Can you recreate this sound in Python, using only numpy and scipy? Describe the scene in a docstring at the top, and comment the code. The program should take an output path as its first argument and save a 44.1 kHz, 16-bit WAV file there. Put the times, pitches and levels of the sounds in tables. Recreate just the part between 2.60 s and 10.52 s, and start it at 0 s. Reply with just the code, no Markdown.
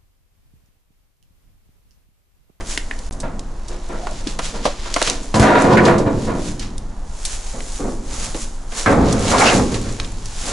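"""Dry leaves and twigs crunch as a shovel scrapes through debris on a steel sheet, over a faint low throb
in the microphone. A boot rocks the bent, rusty sheet, then stamps it down so that it thunders; a second
piece is heaved up, grinding and squealing. Jolts and tiny slips ring the steel's modes, which waver as
it bends. Knocks, snaps and squeals echo briefly in the narrow gap between a garage and a concrete fence."""
import sys
import numpy as np
from scipy import signal
from scipy.io import wavfile
from scipy.ndimage import uniform_filter1d, map_coordinates

SR = 44100
rng = np.random.default_rng(int(sys.argv[2]) if len(sys.argv) > 2 else 0)


def wrap_up_sound(samples):
    """Save the sound to the file named by the first command line argument, as 16-bit audio."""
    columns = np.atleast_2d(samples).T
    # keep every value between -1 and 1, then stretch to whole-number steps
    tamed = np.clip(columns, -1, 1)
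    steps = np.round(tamed * 32767).astype(np.int16)
    wavfile.write(sys.argv[1], SR, steps)


N = 349272
TIME = np.arange(N) / SR
CLOCK = TIME[::32]  # coarse time for envelopes


def amp(db):
    """Decibels to gain."""
    return 10 ** (np.asarray(db) / 20)


def unit(x):
    """Scales to rms 1."""
    return x / np.sqrt(np.mean(x ** 2) + 1e-20)


def read(curve, hz):
    """Reads a curve over log frequency."""
    freq_hz, value = np.transpose(curve)
    return np.interp(np.log(hz + 1), np.log(freq_hz + 1), value)


def add(mix, start_s, sound):
    """Mixes a mid-side sound in at start_s."""
    part = mix[:, max(round(start_s * SR), 0):][:, :sound.shape[1]]
    part += sound[:, :part.shape[1]]


def colour(x, db_at, size=4096):
    """Minimum-phase EQ whose gain in dB is a function of frequency."""
    hz = abs(np.fft.fftfreq(size, 1 / SR))
    log_gain = np.log(amp(np.maximum(db_at(hz), -100)))
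    taps = np.fft.ifft(np.exp(np.conj(signal.hilbert(log_gain)))).real
    return signal.oaconvolve(x, taps[None], axes=1)[:, :x.shape[1]]


def band(x, lo_hz, hi_hz, order=4):
    """Band-pass."""
    return signal.sosfilt(signal.butter(order, [lo_hz, hi_hz], "band", fs=SR, output="sos"), x)


def loudness(x, span_s):
    """Running rms under a soft window."""
    size = max(int(span_s * SR), 2)
    return np.sqrt(abs(uniform_filter1d(uniform_filter1d(x ** 2, size), size)) + 1e-18)


def impacts(per_s, spread_db):
    """Random tiny impacts, mostly small and a few large."""
    size = amp(spread_db * np.minimum(rng.exponential(1, N), 4))
    return unit(size * rng.choice([-1, 1], N) * (rng.random(N) < per_s / SR))


def decay(age_s, t60_s):
    """Falls 60 dB in t60_s."""
    return np.exp(-np.log(1000) * age_s / t60_s)


def dense_ring(t60_curve, count):
    """Mid and side ring of countless modes, each band dying at its own speed."""
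    hz, age_s, spectrum = signal.stft(rng.standard_normal((2, count)), SR, nperseg=256)
    return signal.istft(spectrum * decay(age_s, read(t60_curve, hz)[:, None]), SR)[1][:, :count]


def bursts(cues, crack, below_db, above_db, count=8192):
    """Each hit is a click and a fast-dying noise band; below_db and above_db steepen its two skirts."""
    out = np.zeros((2, N))
    for start_s, level_db, centre_hz, octaves, t60_s in cues:
        def skirts_db(hz):
            distance = np.log2((hz + 1) / centre_hz) / octaves
            return -np.where(hz < centre_hz, below_db, above_db) * np.log10(1 + distance ** 2)
        burst = rng.standard_normal((2, count)) * decay(TIME[:count], t60_s)
        burst[0, 0] += crack
        burst = colour(burst, skirts_db)
        attack_rms = np.std(burst[0, :SR // 150])
        add(out, start_s, amp(level_db) * burst / attack_rms)
    return out


# Tone of the still outdoor air: freq_hz, gain_db
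AIR_EQ = [(40, 20), (80, 14.5), (130, 0), (240, 3.5), (400, -1), (900, 0.5), (2000, -14), (4000, -37),
          (7000, -47), (11000, -39)]

def air(level_db=-35.5):
    """A soft, steady bed of outdoor noise."""
    return amp(level_db) * unit(colour(rng.standard_normal((2, N)), lambda hz: read(AIR_EQ, hz)))


def throb(din, cycle_s=0.12105, gap_s=0.05, push_s=0.006, pull=0.58, level_db=-26, threshold_db=-17):
    """Sub-bass flutter at the microphone: push, pull, push in every cycle, ducking under a loud din."""
    anchor_s = np.where(TIME < 0.5, 0.098, 0.627)  # the beat shifts once
    offsets = [(TIME - anchor_s - lag + cycle_s / 2) % cycle_s - cycle_s / 2
               for lag in (0, gap_s / 2, gap_s)]
    first, between, second = (np.exp(-(offset / push_s) ** 2 / 2) for offset in offsets)
    low_cut = signal.butter(2, 13, "high", fs=SR, output="sos")
    flutter = signal.sosfiltfilt(low_cut, first - pull * between + second)
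    roar = loudness(band(din, 500, 8000), span_s=0.08)
    return unit(flutter) * amp(level_db) / np.hypot(1, (roar / amp(threshold_db)) ** 2)


def alley(x, wet_db=-13):
    """The close walls throw back a short tail."""
    tail = dense_ring([(200, 0.13), (1500, 0.31), (8000, 0.15)], count=SR // 2)
    tail[:, :SR // 200] = 0  # 5 ms pre-delay
    return x + amp(wet_db) * signal.fftconvolve(x[:1], tail / np.linalg.norm(tail[0]), axes=1)[:, :N]


def flakes(stir_db, t60_s=0.015, level_db=-39, follow=0.93):
    """Single dry leaves and rust flakes tick, louder when the ground is disturbed."""
    breaks = impacts(per_s=34, spread_db=12.5)[None]
    tick = dense_ring([(200, t60_s), (11000, t60_s)], count=2048)
    ticks = band(signal.fftconvolve(breaks, tick, axes=1)[:, :N], 5000, 11000, order=2)
    return unit(ticks) * amp(level_db + follow * (stir_db - stir_db.max()))


# Tone of crushed dry leaves: freq_hz, gain_db
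CRUNCH_EQ = [(400, -4.5), (1000, 0), (2000, -0.5), (3000, 0.5), (5000, 2), (7000, 5), (8800, -2.5),
             (11000, -3.5)]

def crunch(stir_db, grit_db, rub=0.98, grit_hz=5500, trim_db=0.5):
    """Leaves and rust break in countless grains over a smooth rub; hard grit lifts the lower rasp."""
    grains = np.array([impacts(per_s=1300, spread_db=3) for _ in range(2)])
    grains += rub * rng.standard_normal((2, N))
    grains = colour(grains, lambda hz: read(CRUNCH_EQ, hz))
    rasp = signal.sosfiltfilt(signal.butter(3, grit_hz, fs=SR, output="sos"), grains)
    grains += rasp * (amp(grit_db) - 1)
    treble = band(grains[0], 3500, 11000)
    return grains / loudness(treble, span_s=0.33) * amp(stir_db + trim_db)


# Strokes of boot, shovel or steel through the leaves: peak_s, build_s, level_db, grit_db
STROKES = [(.115, 0.088, -28, -1), (.47, 1, -46.5, 0.5), (1.13, 0.13, -46, 7), (1.6, 0.88, -41, 4.5),
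           (1.694, 0.077, -35, 4.5), (1.853, 0.06, -27.5, 3), (1.959, .05, -37.5, 7.5),
           (2.055, 0.049, -31.5, 10), (2.27, 0.29, -39.5, 10), (2.483, 0.26, -24.5, 5.5),
           (2.633, .04, -37, -3), (2.755, 0.017, -26.5, -1), (2.83, 0.05, -27, 3), (3.02, 0.13, -29.5, 2.5),
           (3.133, 0.1, -35.5, 12.5), (3.27, 0.09, -31, 0), (3.655, 0.27, -38.5, 3.5),
           (3.882, 0.21, -32.5, 1), (4.02, 0.041, -39.5, 11.5), (4.665, 0.085, -53, -2),
           (4.733, 0.24, -30.5, -3), (4.9, 0.39, -38.5, -1), (5.175, 0.63, -35, -4),
           (5.32, 0.37, -40.5, -4.5), (5.54, 0.11, -34.5, -1), (5.644, 0.21, -28.5, -1.5),
           (5.82, 0.25, -32, -3), (6.192, 0.092, -24.5, -1), (6.32, .12, -33, -1), (6.51, 0.19, -33.5, 8),
           (6.714, 0.22, -22, 1.5), (6.8, 0.049, -18.5, -0.5), (6.875, 0.18, -23, 11.5),
           (6.95, .1, -21.5, 0.5), (7.15, 0.14, -32.5, 2), (7.3, .25, -42, 5), (7.47, 0.84, -44, -1),
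           (7.9, 0.32, -28, 0)]

def leaves(rest_db=-57.5, build_db=21, release_db_per_s=172.5, linger_db=-18.5, linger_db_per_s=19.5):
    """Each stroke builds pressure, lets go and leaves the debris settling."""
    power, weighted_grit = amp(rest_db) ** 2, 0
    for peak_s, build_s, level_db, grit_db in STROKES:
        before_s, after_s = np.maximum(peak_s - CLOCK, 0), np.maximum(CLOCK - peak_s, 0)
        fade_in = np.clip(3 - 2 * before_s / build_s, 0, 1)
        swell = amp(level_db - build_db * before_s / build_s) ** 2
        release = amp(-release_db_per_s * after_s) ** 2 + amp(linger_db - linger_db_per_s * after_s) ** 2
        stroke = fade_in * swell * release
        power += stroke
        weighted_grit += stroke * grit_db
    stir_db = np.interp(TIME, CLOCK, 10 * np.log10(power))
    return crunch(stir_db, np.interp(TIME, CLOCK, weighted_grit / power)) + flakes(stir_db)


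# Twigs and rust scales breaking: start_s, level_db, centre_hz, t60_s
SNAPS = [(.39, -36, 5940, 0.028), (0.525, -36, 6700, 0.089), (.6021, -30, 6500, .084),
         (.794, -33.5, 5000, 0.021), (1.083, -34.5, 5940, 0.07), (1.672, -25.5, 4300, .06),
         (1.7893, -30, 5160, 0.023), (2.054, -25.5, 4270, 0.12), (2.3412, -18, 4800, .03),
         (2.426, -16.5, 5270, 0.023), (2.499, -15.5, 4830, 0.01), (2.7428, -23.5, 3480, .1),
         (3.253, -20.5, 3970, 0.089), (3.382, -30, 5000, 0.12), (3.995, -29, 4940, .074),
         (4.1809, -32, 6700, 0.016), (4.652, -19.5, 6240, 0.07), (5.745, -34, 3020, 0.037),
         (6.12, -37, 3000, 0.079), (6.527, -21.5, 6610, .04), (6.679, -24, 3000, .048),
         (6.783, -21.5, 4000, .04), (7.143, -26.5, 3470, 0.069), (7.3997, -23.5, 3520, .03),
         (7.447, -32.5, 3400, .035), (7.657, -31, 6100, .042)]

def snaps(octaves=1):
    """Brittle twigs and rust give way with a bright crack."""
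    cues = [(start_s, level_db, hz, octaves, t60_s) for start_s, level_db, hz, t60_s in SNAPS]
    return bursts(cues, crack=4.9, below_db=22.5, above_db=37)


# Steel edges catching: start_s, length_s, pitch_hz, width_hz, level_db
SQUEALS = [(1.39, 0.17, 686, 130, -36.5), (3.168, 0.042, 1530, 260, -18), (3.168, 0.045, 2140, 300, -25),
           (6.258, 0.043, 1595, 90, -25), (6.725, .05, 1020, 120, -19.5), (6.801, 0.051, 820, 220, -16.5),
           (6.805, 0.027, 2160, 276, -22.5), (6.85, 0.06, 2690, 300, -19.5)]

def squeals():
    """A dragged edge sticks and slips, singing in one narrow, unsteady resonance."""
    out = np.zeros((2, N))
    for start_s, length_s, pitch_hz, width_hz, level_db in SQUEALS:
        noise = rng.standard_normal((2, SR // 2))
        sing = band(noise, pitch_hz - width_hz / 2, pitch_hz + width_hz / 2, order=2)
        count = int(length_s * SR)
        add(out, start_s, amp(level_db) * unit(sing[:, -count:] * signal.windows.tukey(count, 0.5)))
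    return out


# Shovel, boot and scrap hitting the steel: start_s, level_db, centre_hz, width_octaves, t60_s
KNOCKS = [(.008, -30, 600, 1.5, 0.076), (.1759, -17.5, 2280, 1.35, 0.023), (0.3115, -22, 1970, 0.44, 0.023),
          (.632, -32.5, 756, 0.75, 0.18), (1.4704, -23, 855, 0.74, 0.033), (1.669, -22.5, 257, 0.38, 0.069),
          (1.7914, -20, 784, 1.2, 0.051), (2.0542, -12.5, 667, 0.73, 0.078), (2.075, -19, 574, 0.46, 0.044),
          (2.3631, -13.5, 700, 1.1, 0.062), (2.4168, -15.5, 1230, 1.5, 0.021),
          (2.421, -14.5, 720, 0.49, 0.0091), (2.475, -18, 2200, 0.98, .05), (2.742, -15.5, 556, 0.7, 0.087),
          (2.797, -9, 72, 0.88, 0.13), (3.172, -15.5, 1800, 0.5, 0.11), (3.281, -13.5, 1490, 0.52, 0.12),
          (3.398, -16.5, 440, 0.44, 0.24), (3.792, -27, 312, 0.65, .1), (5.0053, -32.5, 2500, .73, 0.015),
          (5.7466, -24, 295, 1.1, 0.11), (6.261, -13, 1410, 0.6, .11), (7.3999, -29, 1100, .8, 0.025)]

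def knocks(thud_db=-12.5, thud_hz=294, thud_octaves=0.76, thud_t60_s=0.032):
    """Short, damped blows on the steel, each with a dull thud under it."""
    blows = bursts(KNOCKS, crack=5.2, below_db=15, above_db=23)
    thuds = [(start_s, db + thud_db, thud_hz, thud_octaves, thud_t60_s) for start_s, db, *_ in KNOCKS]
    return blows + bursts(thuds, crack=4.1, below_db=37.5, above_db=39)


def bending(x, depth, max_rate_hz=6):
    """Bending shifts all the modes together, slowly and unevenly."""
    t = TIME[:x.shape[1]]
    drift = sum(np.sin(2 * np.pi * (max_rate_hz * rng.uniform(0.18, 1) * t + rng.random()))
                for _ in range(6))
    playhead = np.cumsum(1 + depth * unit(drift))
    return np.array([map_coordinates(row, [playhead - playhead[0]], order=3, mode="mirror") for row in x])


def shaking(flexes, tone_db, fade_db_per_s, settle_db=4, settle_s=0.063):
    """Envelopes for boom, body, clang and clash: each flex rises, holds and rings away, treble first."""
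    above_body = np.arange(len(tone_db)) - 1
    power = 0
    for start_s, rise_s, hold_s, level_db, tilt_db, boom_db in flexes:
        attack = np.clip((CLOCK - start_s) / rise_s, 0, 1)
        peak_db = level_db + np.array(tone_db) + tilt_db * above_body + boom_db * (above_body < 0)
        free_s = np.maximum(CLOCK - start_s - rise_s - hold_s, 0)
        drop_db = settle_db * (1 - np.exp(-free_s / settle_s))  # quick drop once no longer driven
        fall_db = np.outer(fade_db_per_s, free_s) + drop_db
        power += (attack * amp(peak_db[:, None] - fall_db)) ** 2
    return np.sqrt(power)


# Ring time of the steel: freq_hz, t60_s
STEEL_T60 = [(100, 4.6), (300, 2.95), (800, 0.27), (2000, 0.54), (5000, 0.18)]

def steel_ring(modes, modes_db):
    """One second of struck steel: a dense wash with single modes standing out."""
    age_s = TIME[:SR]
    ring = dense_ring(STEEL_T60, count=SR)
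    for pitch_hz, level_db in modes:
        tone = np.sin(2 * np.pi * (pitch_hz * age_s + rng.random((2, 1))))
        ring += amp(level_db + modes_db) * decay(age_s, read(STEEL_T60, pitch_hz)) * tone
    return ring


# Borders of the steel's boom, body, clang and clash registers: edge_hz
REGISTERS_HZ = [48, 180, 480, 1200, 4200]

def sheet(flexes, ring, eq, envelopes, slips_per_s, bend_depth, jolt=0.21):
    """Jolts and a run of slips ring the steel; its four registers swell and fade as it flexes."""
    starts_s, rises_s = np.transpose(flexes)[:2]
    t = TIME[TIME >= starts_s[0]]
    force = impacts(slips_per_s, spread_db=3)[:len(t)]
    force[np.searchsorted(t, starts_s)] += jolt / rises_s  # a sudden flex jolts harder
    steel = signal.fftconvolve(force[None], ring, axes=1)[:, :len(t)]
    steel = colour(bending(steel, bend_depth), lambda hz: read(eq, hz))
    out = np.zeros((2, N))
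    for lo_hz, hi_hz, envelope in zip(REGISTERS_HZ, REGISTERS_HZ[1:], envelopes):
        register = band(steel, lo_hz, hi_hz)
        levelled = register / loudness(register, span_s=0.12)
        add(out, starts_s[0], levelled * np.interp(t, CLOCK, envelope))
    return out


# Standout modes of the second piece: pitch_hz, level_db
PIECE_MODES = [(115, 5.6), (207, 0.67), (239, 0.75), (274, 5.7), (341, 2), (438, 0.67), (495, 0.83),
               (541, 4.8), (753, 1.3), (812, 1.4), (955, 1.6), (1160, 0.63), (1300, 2), (1394, 2),
               (1555, 5), (1768, 2.7), (1905, 3), (2029, 1.8), (2123, 9), (2266, 13), (2339, 3), (2473, 3)]
# Tone of its ringing: freq_hz, gain_db
PIECE_EQ = [(50, 9), (88, 4), (118, 9.5), (150, -1.5), (230, 3), (400, -3), (520, -2), (640, -2),
            (800, 0.5), (1200, -1.5), (1650, -6), (2200, -8.5), (3000, -21.5), (4500, -17)]
# Nudges and heaves: start_s, rise_s, hold_s, level_db, tilt_db_per_register, boom_db
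PIECE_FLEXES = [(4.925, 0.012, 0.049, -36.5, -1.5, -6), (5.192, 0.011, 0.078, -26, -4.5, -12.5),
                (5.505, 0.0083, 0.17, -44.5, 4, 13), (5.742, 0.0068, 0.014, -36.5, -3, -17),
                (6.11, 0.016, 0.14, -45.5, 6.5, 2), (6.253, 0.03, 0.044, -16, 1.5, 1.5),
                (6.36, 0.02, 0.075, -16, -3.5, -2), (6.5, 0.035, 0.25, -26, 0.5, 1),
                (6.705, 0.014, 0.029, -21.5, 4.5, -6), (6.775, 0.033, 0.12, -22, 6.5, -11),
                (6.925, 0.022, 0.016, -14.5, -4.5, -6), (7.07, 0.058, 0.022, -36.5, 3.5, 11),
                (7.23, .02, 0.036, -44, 5.5, 1.5), (7.38, 0.0087, 0.041, -52.5, 10, -2),
                (7.79, 0.13, 0.033, -33, 2, 0)]

def heaved_piece():
    """A second piece of steel is nudged, then heaved up, grinding and clanging."""
    ring = steel_ring(PIECE_MODES, modes_db=-36)
    envelopes = shaking(PIECE_FLEXES, tone_db=[-4, 0, -2, -11.5], fade_db_per_s=[21.6, 44.3, 102, 168])
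    return sheet(PIECE_FLEXES, ring, PIECE_EQ, envelopes, slips_per_s=200, bend_depth=0.01077)


# Standout modes of the bent sheet: pitch_hz, level_db
BENT_MODES = [(115, 0), (156, 3), (212, 13), (239, 1), (269, 0.5), (296, 5), (352, 11), (462, -7),
              (508, -31), (611, 2), (756, -13), (925, -11), (977, 2), (1082, 8.5), (1388, -16), (1612, 7),
              (2080, 1), (2161, -1)]
# Tone of its ringing: freq_hz, gain_db
BENT_EQ = [(50, -8.5), (85, -2.5), (120, 0), (165, -2), (215, -0.5), (270, 9), (350, 2.5), (420, 0),
           (510, 1.5), (800, 1.5), (1100, -7), (1400, -9), (2200, -19), (3000, -26), (4500, -22.5)]
# Each give under the boot: start_s, rise_s, hold_s, level_db, tilt_db_per_register, boom_db
BENT_FLEXES = [(0.0, 0.0011, 0.0083, -41.5, -0.5, 7), (.25, 0.034, 0.12, -48, -1, 3),
               (.515, 0.011, 0.12, -41.5, -3.5, 4), (.629, .005, 0.024, -34, 1, 7.5),
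               (1.085, 0.014, 0.043, -39, -1.5, -4), (1.29, 0.0089, 0.058, -35.5, 1.2, 1),
               (1.5, .03, 0.45, -44.5, -4, 6), (1.935, 0.0099, 0.015, -33.5, -0.5, -19),
               (2.255, 0.005, 0.0086, -42.5, 5.5, -3), (2.47, 0.0055, 0.022, -31, -0.5, -2),
               (2.742, 0.0064, 0.061, -20.5, 0, 8), (2.81, 0.022, 0.16, -18, 3.5, -10),
               (3.03, 0.019, 0.2, -14.5, -2, 0.5), (3.255, 0.013, 0.052, -16.5, 0, 0),
               (3.461, 0.0048, 0.0068, -21, -2.5, 4), (3.665, 0.017, 0.039, -26, -0.5, -1)]

def bent_sheet():
    """The bent sheet rocks under a boot, then thunders as it is stamped down."""
    ring = steel_ring(BENT_MODES, modes_db=-31.5)
    envelopes = shaking(BENT_FLEXES, tone_db=[-6.5, -1, 0.5, -7.5], fade_db_per_s=[24.5, 32.5, 68, 97])
    return sheet(BENT_FLEXES, ring, BENT_EQ, envelopes, slips_per_s=220, bend_depth=0.01395)


# Stereo width: freq_hz, side_gain_db
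WIDTH = [(30, -22), (60, -19), (150, -23), (330, -12), (700, -9.5), (1400, -5.8), (2800, -7.2),
         (5500, -8.7), (9000, -7)]

def scene():
    """Mixes in mid and side, then spreads to left and right with the throb in the centre."""
    mix = bent_sheet() + heaved_piece() + alley(knocks() + snaps() + squeals()) + leaves() + air()
    mid, side = mix[0], colour(mix[1:], lambda hz: read(WIDTH, hz))[0]
    lean_right = amp([[-0.4], [0.4]])
    return np.array([mid + side, mid - side]) * lean_right + throb(mid)


def record(dry, ceiling=0.9, cutoff_hz=11050):
    """Peaks are rounded off, the sound drops out for an instant, and the top end is cut steeply."""
    rounded = dry / (1 + (dry / ceiling) ** 6) ** (1 / 6)
    gate = (TIME < 0.494) | (TIME > 0.51)
    low_pass = signal.firwin(1001, cutoff_hz, window=("kaiser", 7), fs=SR)
    return signal.oaconvolve(rounded * gate, low_pass[None], "same")


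dry = scene()
out = record(dry)
wrap_up_sound(out)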